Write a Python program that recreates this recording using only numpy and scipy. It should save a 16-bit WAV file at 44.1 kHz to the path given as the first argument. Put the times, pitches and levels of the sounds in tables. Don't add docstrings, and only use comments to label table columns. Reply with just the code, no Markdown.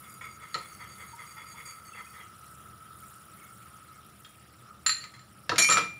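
import sys
import numpy as np
from scipy import signal
from scipy.fft import rfft, irfft, next_fast_len
from scipy.io import wavfile
from scipy.ndimage import uniform_filter1d, map_coordinates

SR = 44100
rng = np.random.default_rng(int(sys.argv[2]) if len(sys.argv) > 2 else 0)


def file_out(sig):
    cols = np.atleast_2d(sig).T
    lim = np.clip(cols, -1, 1)
    pcm = np.round(lim * 32767).astype(np.int16)
    wavfile.write(sys.argv[1], SR, pcm)


N = 264370

# frequency_hz, level_db
HUM_SPECTRUM = [(20, -17), (50, -19), (75, 3), (100, -2), (120, 4.5), (165, -3), (210, 0), (250, -14.5),
                (310, -7), (450, -15), (700, -15), (1000, -21.5), (1500, -52)]
AIR_SPECTRUM = [(500, -3), (900, -1.5), (1700, 6.5), (2300, 3.5), (3000, 3.5), (4400, -2), (5600, 1),
                (6300, -10.5), (7500, -6.5), (12000, -22)]
# frequency_hz, level_db
FIZZ_SPECTRUM = [(3000, -30), (5600, -25), (6350, -19), (6900, -1), (8000, -11.5), (8900, 5), (11000, 1.5),
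                 (12500, -6.5), (13900, -1.5), (14700, -7), (15400, 6.5), (16000, -17)]
SPIT_SPECTRUM = [(4000, -11), (6000, -2.5), (10000, 4), (12000, 7), (14000, -20)]
# time_s, pitch_hz
WHINE_PITCH = [(0, 1293), (2.2, 1295), (3.4, 1310), (4.2, 1289), (4.8, 1281), (6, 1273)]
# time_s, level_db
WHINE_LEVEL = [(0, -53.4), (1.5, -53), (3.8, -54), (4.45, -62), (4.62, -59), (4.7, -51), (4.8, -58.5),
               (6, -60.5)]
HUM_DB, SIMMER_DB, AIR_DB = -57.5, -60, -62
QUENCH_AT_S, QUENCH_TIME_CONSTANT_S = 3.55, 0.97
SIMMER_QUENCH_DB, AIR_QUENCH_DB = -10.5, -2

# frequency_hz, t60_s
KITCHEN_DECAY = [(120, 0.65), (500, 0.25), (2000, 0.32), (6000, 0.29), (14000, 0.32)]

# start_s, initial pitch_hz, level_db
GLUGS = [(1.13, 927, -36), (1.166, 928, -44), (1.361, 870, -49), (1.539, 927, -44), (1.933, 2650, -40),
         (2.066, 2470, -43), (3.42, 2160, -46), (3.673, 1040, -52), (4.247, 3230, -39.5),
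         (4.252, 3610, -45)]
# start_s, length_s, peak level_db
GUSHES = [(3.29, .26, -63.5), (3.856, 0.16, -67.5)]
# frequency_hz, level_db
SPLASH_SPECTRUM = [(60, -60), (300, -21), (1000, -24), (2200, 25), (3200, -27), (6000, 0), (12000, -24)]

# centre_hz,
# width_hz of each of two cascaded filters, relative level_db
GRIND_RESONANCES = [(497, 125, -11.5), (1033, 184, -4), (1278, 180, 3), (1924, 146, -1), (2115, 200, 4.5),
                    (2880, 220, -17), (3413, 93, -4)]
SQUEAK_RESONANCES = [(2350, 110, -6), (4690, 100, 2), (6740, 170, -1), (8370, 200, -4), (9340, 200, -9),
                     (11290, 280, -9)]
# time_s, pitch_ratio
GRIP = [(0, 1.013), (1.1, 0.98), (1.55, 1.006), (1.7, .978), (2.2, 0.97)]
# time_s, grind level_db
BOTTOM_PRESS = [(0, -55.5), (.2, -46), (.4, -48.5), (1.38, -47), (1.57, -48.5), (1.77, -59), (1.96, -47),
                (2.16, -51.5)]
# time_s, squeak level_db
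WALL_PRESS = [(.1, -59.5), (1.07, -55), (1.46, -52.5), (1.66, -47.5), (1.85, -57), (2.05, -59.5)]
# start_s, length_s, grind level_db
DIGS = [(0.208, 0.019, -40.5), (1.004, 0.017, -52), (1.967, 0.06, -48), (2.167, 0.023, -49),
        (2.197, 0.016, -40), (5.025, 0.031, -51), (5.134, 0.033, -51.5)]
FIRST_TURN_S, TURN_S, STOP_S = .018, .192, 2.25
GRIND_S, SQUEAK_AFTER_S, SQUEAK_S = 0.0715, .072, 0.0803
SQUEAK_LAG_PER_S = 0.013
SQUEAK_IN_GRIND_DB, GRIND_IN_SQUEAK_DB = -11.5, -3.5
PRESS_RISE_S, PRESS_FALL_S, DIG_RISE_S = 0.011, 0.0079, 0.0018

# pitch_hz, relative level_db, t60_s
SPOON_MODES = [(1868, -7, .22), (2830, -12, .12), (4124, -3, .3), (4160, -5, .24), (4215, -6, .26),
               (4478, -2, .13), (6950, -12, .2), (7090, -11, .16), (7187, -6, .22), (7268, 0, .17),
               (7335, -7, .18), (8371, -26, .19), (9432, -21, .23), (11030, -20, .2), (15450, -29, .15)]
CHINA_MODES = [(2247, -5, .25), (2385, -3.5, .68), (3095, -10, .13), (3848, -8, .22), (4490, -5, .2),
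               (5437, 0, .2), (5777, -1, .35), (6564, -5, .17), (6777, 1, .14), (8420, -4, .15),
               (9442, -5, .29), (10256, -7, .14), (11400, -12, .18), (11520, -15, .16), (12580, -17, .13),
               (14650, -28, .25), (15080, -28, .2)]
KNOCK_MODES = [(1135, -19, 0.053), (1160, -18, 0.12), (1255.7, 3, 0.15), (1312, 3.5, 0.12)]
# frequency_hz, level_db
CRACK_SPECTRUM = [(40, -58), (200, -20.5), (800, -17.5), (1300, 2), (1900, 5.5), (2800, 1.5), (3500, -0.5),
                  (4300, 1), (5500, -4), (6300, -8), (7200, -12.5), (8200, -20.5), (11500, -26.5),
                  (13500, -53), (15500, -45)]
# centre_hz, width_hz of each of two cascaded filters, relative level_db
COUNTER_RESONANCES = [(126, 18.4, 3), (175.3, 77, 3), (297, 116, -0.5), (479, 110, 2), (693, 87, 0.5),
                      (950, 170, -2)]
# start_s, crack_db, low_ring_db, high_ring_db, sustain (factor on t60)
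CLINKS = [(0.5433, -32, -27, -36, 0.15), (4.247, -49, -57, -60, 0.3), (4.8629, -23, -25.5, -18.5, 0.5),
          (4.8935, -25, -25, -26.5, 0.73), (5.012, -48, -45, -55, 0.55), (5.04, -41, -46, -48.5, 0.38),
          (5.1397, -52.5, -58.5, -60, 0.85), (5.1916, -52, -59.5, -59.5, .75),
          (5.59, -21.5, -27, -18, 0.65), (5.6991, -22, -30, -21, 0.62), (5.7214, -20, -36, -25.5, 1)]
# start_s, crack_db, ring_db, brightness_hz, sustain (factor on t60)
CHIMES = [(5.5813, -18, -18, 12000, 0.87), (5.601, -28, -25, 11000, 1), (5.6209, -35, -18.5, 9000, 1),
          (5.6448, -28, -25, 10100, 0.64), (5.7223, -33, -26.5, 10000, .9)]
# start_s, knock_db, crack_db, thud_db, rattle_s
BUMPS = [(0.549, -32, -40, -34, 0.054), (5.4936, -58, -21, -23.5, .005), (5.5177, -24.5, -36, -22.5, .005),
         (5.559, -48, -29.5, -32, .005), (5.582, -24.5, -29, -25, 0.041),
         (5.6883, -19.5, -24.5, -23, 0.022), (5.7088, -18.5, -30.5, -28, 0.069),
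         (5.7552, -24, -33, -32, 0.0055), (5.7712, -14, -22, -25, 0.041), (5.8112, -35, -37, -38, .005)]
REBOUND_S, REBOUND_DB = .0072, -9
CLINK_KNOCK_DB = -5.5
KNOCK_SUSTAIN = 0.51
CRACK_T60_S, THUD_T60_S, THUD_RISE_S = 0.042, 0.071, 0.0037
RATTLE_GAP_S, RATTLE_SLOWS, RATTLE_LOSS_DB = .009, 1.25, 19.5

TOP_HZ = 15700


def amp(db):
    return 10 ** (np.asarray(db) / 20)


def unit(x):
    return x / np.sqrt(np.mean(x ** 2) + 1e-20)


def along(points, hz):
    f, v = np.transpose(points)
    return np.interp(np.log(hz + 1), np.log(f + 1), v)


def curve(rows):
    s, value = np.transpose(rows)
    return np.interp(np.arange(N) / SR, s, value)


def wobble(rate):
    knots = rng.standard_normal(int(N * rate / SR) + 4)
    return map_coordinates(knots, [np.arange(N) * rate / SR])


def filtered(x, response):
    m = next_fast_len(len(x) + 4096)
    return irfft(rfft(x, m) * response(np.fft.rfftfreq(m, 1 / SR)), m)[:len(x)]


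def coloured(x, spectrum):
    return unit(filtered(x, lambda hz: amp(along(spectrum, hz))))


def resonate(x, modes, ratio=1):
    def response(f):
        total = 0
        for centre, width, db in modes:
            band = 1j * f * width / ((centre * ratio) ** 2 - f * f + 1j * f * width)
            total = total + amp(db) * band ** 2
        return total
    return unit(filtered(x, response))


def grains(size, rate, spread_db):
    hit = rng.random(size) < rate / SR
    sign = np.sign(rng.standard_normal(size))
    strength = amp(spread_db * np.clip(rng.standard_normal(size), -2, 2))
    return unit(hit * sign * strength)


def ring(modes, t, sustain, scatter_db):
    hz, db, t60 = np.transpose(modes)[:, :, None]
    hz = hz * (1 + .0006 * rng.standard_normal(hz.shape))
    gain = amp(db + scatter_db * rng.standard_normal(db.shape))
    decay = amp(-60 * t / (t60 * sustain))
    waves = np.sin(2 * np.pi * (hz * t + rng.random(hz.shape))) * decay
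    onset = 1 - np.exp(-t / .0005)
    return (gain * waves).sum(0) * np.sqrt(2 / np.sum(gain ** 2)) * onset


def add(track, s, sound):
    part = track[max(round(s * SR), 0):][:len(sound)]
    part += sound[:len(part)]


def in_kitchen(x, wet_db):
    hz, t, z = signal.stft(rng.standard_normal(SR // 2), SR, nperseg=256)
    decay = amp(-60 * t / along(KITCHEN_DECAY, hz)[:, None])
    tail = signal.istft(z * decay, SR, nperseg=256)[1]
    tail *= 1 - np.exp(-np.arange(len(tail)) / SR / 0.0024)
    return x + amp(wet_db) * signal.fftconvolve(x, tail / np.linalg.norm(tail))[:len(x)]


def quench():
    elapsed = np.maximum(np.arange(N) / SR - QUENCH_AT_S, 0)
    return 1 - np.exp(-elapsed / QUENCH_TIME_CONSTANT_S)


def room_hum():
    return amp(HUM_DB + 1.3 * wobble(7)) * coloured(rng.standard_normal(N), HUM_SPECTRUM)


def patchy(x, depth_db):
    z = signal.stft(x, nperseg=256)[2]
    field = uniform_filter1d(rng.standard_normal(z.shape), size=4, axis=0)
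    field = uniform_filter1d(field, size=7, axis=1)
    return signal.istft(z * amp(depth_db * unit(field)), nperseg=256)[1][:len(x)]


def airy_hiss():
    level_db = AIR_DB + AIR_QUENCH_DB * quench() + 0.52 * wobble(3.3)
    return amp(level_db) * coloured(patchy(rng.standard_normal(N), depth_db=3.0), AIR_SPECTRUM)


def high_whine():
    def narrow():
        return filtered(rng.standard_normal(N), lambda hz: 1 / (1 + 1j * hz / 34) / (1 + 1j * hz / 180))
    phase = 2 * np.pi * np.cumsum(curve(WHINE_PITCH)) / SR
    tone = unit(narrow() * np.cos(phase) + narrow() * np.sin(phase))
    return amp(curve(WHINE_LEVEL)) * tone


def spits(rate, centre_hz, life):
    out, t = np.zeros(N), np.arange(SR // 20) / SR
    count = int(rate * N / SR)
    times = rng.random(count) * N / SR
    variations = np.clip(rng.standard_normal((count, 2)), -1.8, 1.8)
    for s, (pitch, size) in zip(times, variations):
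        hz = centre_hz * np.exp(.22 * pitch)
        puff = resonate(rng.standard_normal(len(t)), [(hz, 0.15 * hz, 0)])
        envelope = amp(3.5 * size - 60 * t / life) * (1 - np.exp(-t / .003))
        add(out, s, envelope * puff)
    return unit(out)


def simmering():
    pops = grains(N, rate=900, spread_db=5)
    fizz = coloured(rng.standard_normal(N) + 1.07 * pops, FIZZ_SPECTRUM)
    bursts = coloured(spits(rate=150, centre_hz=8560, life=0.02), SPIT_SPECTRUM)
    level_db = SIMMER_DB + SIMMER_QUENCH_DB * quench() + 1.45 * wobble(7)
    return amp(level_db) * (fizz + amp(-2.5) * bursts)


def bubbles():
    out, t = np.zeros(N), np.arange(SR // 6) / SR
    for s, hz, db in GLUGS:
        life = 130 / hz
        envelope = amp(db - 60 * t / life) * (1 - np.exp(-20 * t / life))
        add(out, s, envelope * np.sin(2 * np.pi * hz * t * (1 + 0.041 * t / life)))
    return out


def pouring():
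    flow = np.zeros(N)
    for s, length, db in GUSHES:
        add(flow, s, amp(db) * np.hanning(int(length * SR)))
    return flow * coloured(grains(N, rate=900, spread_db=3), SPLASH_SPECTRUM)


def stroke(s, length, rise, grind_db, squeak_db):
    t = np.arange(SR // 4) / SR
    ratio = np.interp(s, *np.transpose(GRIP)) * (1 + .008 * rng.standard_normal())
    press = (1 - np.exp(-t / rise)) / (1 + np.exp((t - length) / PRESS_FALL_S))
    slips = grains(len(t), rate=1100, spread_db=6.5)
    grind = amp(grind_db) * resonate(slips, GRIND_RESONANCES, ratio)
    squeak = amp(squeak_db) * resonate(slips, SQUEAK_RESONANCES, ratio)
    sagging = t * (1 + .014 * (1 - t / length))
    return press * map_coordinates(grind + squeak, [sagging * SR])


def stirring():
    out, turns = np.zeros(N), np.arange(FIRST_TURN_S, STOP_S, TURN_S)
    for s in turns:
        db = np.interp(s, *np.transpose(BOTTOM_PRESS))
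        add(out, s, stroke(s, GRIND_S, PRESS_RISE_S, db, db + SQUEAK_IN_GRIND_DB))
    for s in turns[:-1] * (1 + SQUEAK_LAG_PER_S) + SQUEAK_AFTER_S:
        db = np.interp(s, *np.transpose(WALL_PRESS))
        add(out, s, stroke(s, SQUEAK_S, PRESS_RISE_S, db + GRIND_IN_SQUEAK_DB, db))
    for s, length, db in DIGS:
        add(out, s, stroke(s, length, DIG_RISE_S, db, squeak_db=-67))
    return in_kitchen(out, wet_db=-4)


def crack(t):
    return amp(-60 * t / CRACK_T60_S) * coloured(rng.standard_normal(len(t)), CRACK_SPECTRUM)


def spoon_on_bowl():
    out, t = np.zeros(N), np.arange(SR // 2) / SR
    for s, crack_db, low_db, high_db, sustain in CLINKS:
        for delay, loss_db in [(0, 0), (REBOUND_S, REBOUND_DB)]:
            low = ring(SPOON_MODES[:6], t, sustain, scatter_db=2)
            high = ring(SPOON_MODES[6:], t, sustain, scatter_db=2)
            knock_ring = amp(CLINK_KNOCK_DB) * ring(KNOCK_MODES, t, KNOCK_SUSTAIN, scatter_db=4)
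            clink = amp(crack_db) * crack(t) + amp(low_db) * (low + knock_ring) + amp(high_db) * high
            add(out, s + delay, amp(loss_db) * in_kitchen(clink, wet_db=-3.5))
    return out


def bowl_on_china():
    out, t = np.zeros(N), np.arange(SR * 3 // 5) / SR
    for s, crack_db, ring_db, bright_hz, sustain in CHIMES:
        modes = [(hz, db - 10 * np.log10(1 + (hz / bright_hz) ** 4), t60) for hz, db, t60 in CHINA_MODES]
        chime = amp(ring_db) * ring(modes, t, sustain, scatter_db=2.5) + amp(crack_db) * crack(t)
        add(out, s, in_kitchen(chime, wet_db=-5.5))
    return out


def rattle(length, count):
    gaps = RATTLE_GAP_S * RATTLE_SLOWS ** np.arange(count)
    delays = np.cumsum(gaps) - gaps
    return zip(delays, amp(-RATTLE_LOSS_DB * delays / length))


def counter_thud(t):
    envelope = amp(-60 * t / THUD_T60_S) * (1 - np.exp(-t / THUD_RISE_S))
    return envelope * resonate(rng.standard_normal(len(t)), COUNTER_RESONANCES)


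def bowl_on_counter():
    out, t = np.zeros(N), np.arange(SR // 2) / SR
    for s, knock_db, crack_db, thud_db, length in BUMPS:
        noise, knock = np.zeros((2, len(t)))
        for delay, gain in rattle(length, count=5):
            contact = amp(crack_db) * crack(t) + amp(thud_db) * counter_thud(t)
            add(noise, delay, gain * contact)
            knock_ring = ring(KNOCK_MODES, t, KNOCK_SUSTAIN, scatter_db=4)
            add(knock, delay, gain * amp(knock_db) * knock_ring)
        add(out, s, in_kitchen(noise, wet_db=-3) + in_kitchen(knock, wet_db=-7))
    return out


def scene():
    background = room_hum() + airy_hiss() + high_whine() + simmering()
    liquid = in_kitchen(bubbles() + pouring(), wet_db=-3.5)
    crockery = spoon_on_bowl() + bowl_on_china() + bowl_on_counter()
    return (background + liquid + stirring() + crockery)[None]


def record(dry):
    soft = dry[0] / (1 + np.abs(dry[0] / .38) ** 4) ** (1 / 4)
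    return filtered(soft, lambda hz: (hz < TOP_HZ) * 1j * hz / (30 + 1j * hz))[None]


dry = scene()
out = record(dry)
file_out(out)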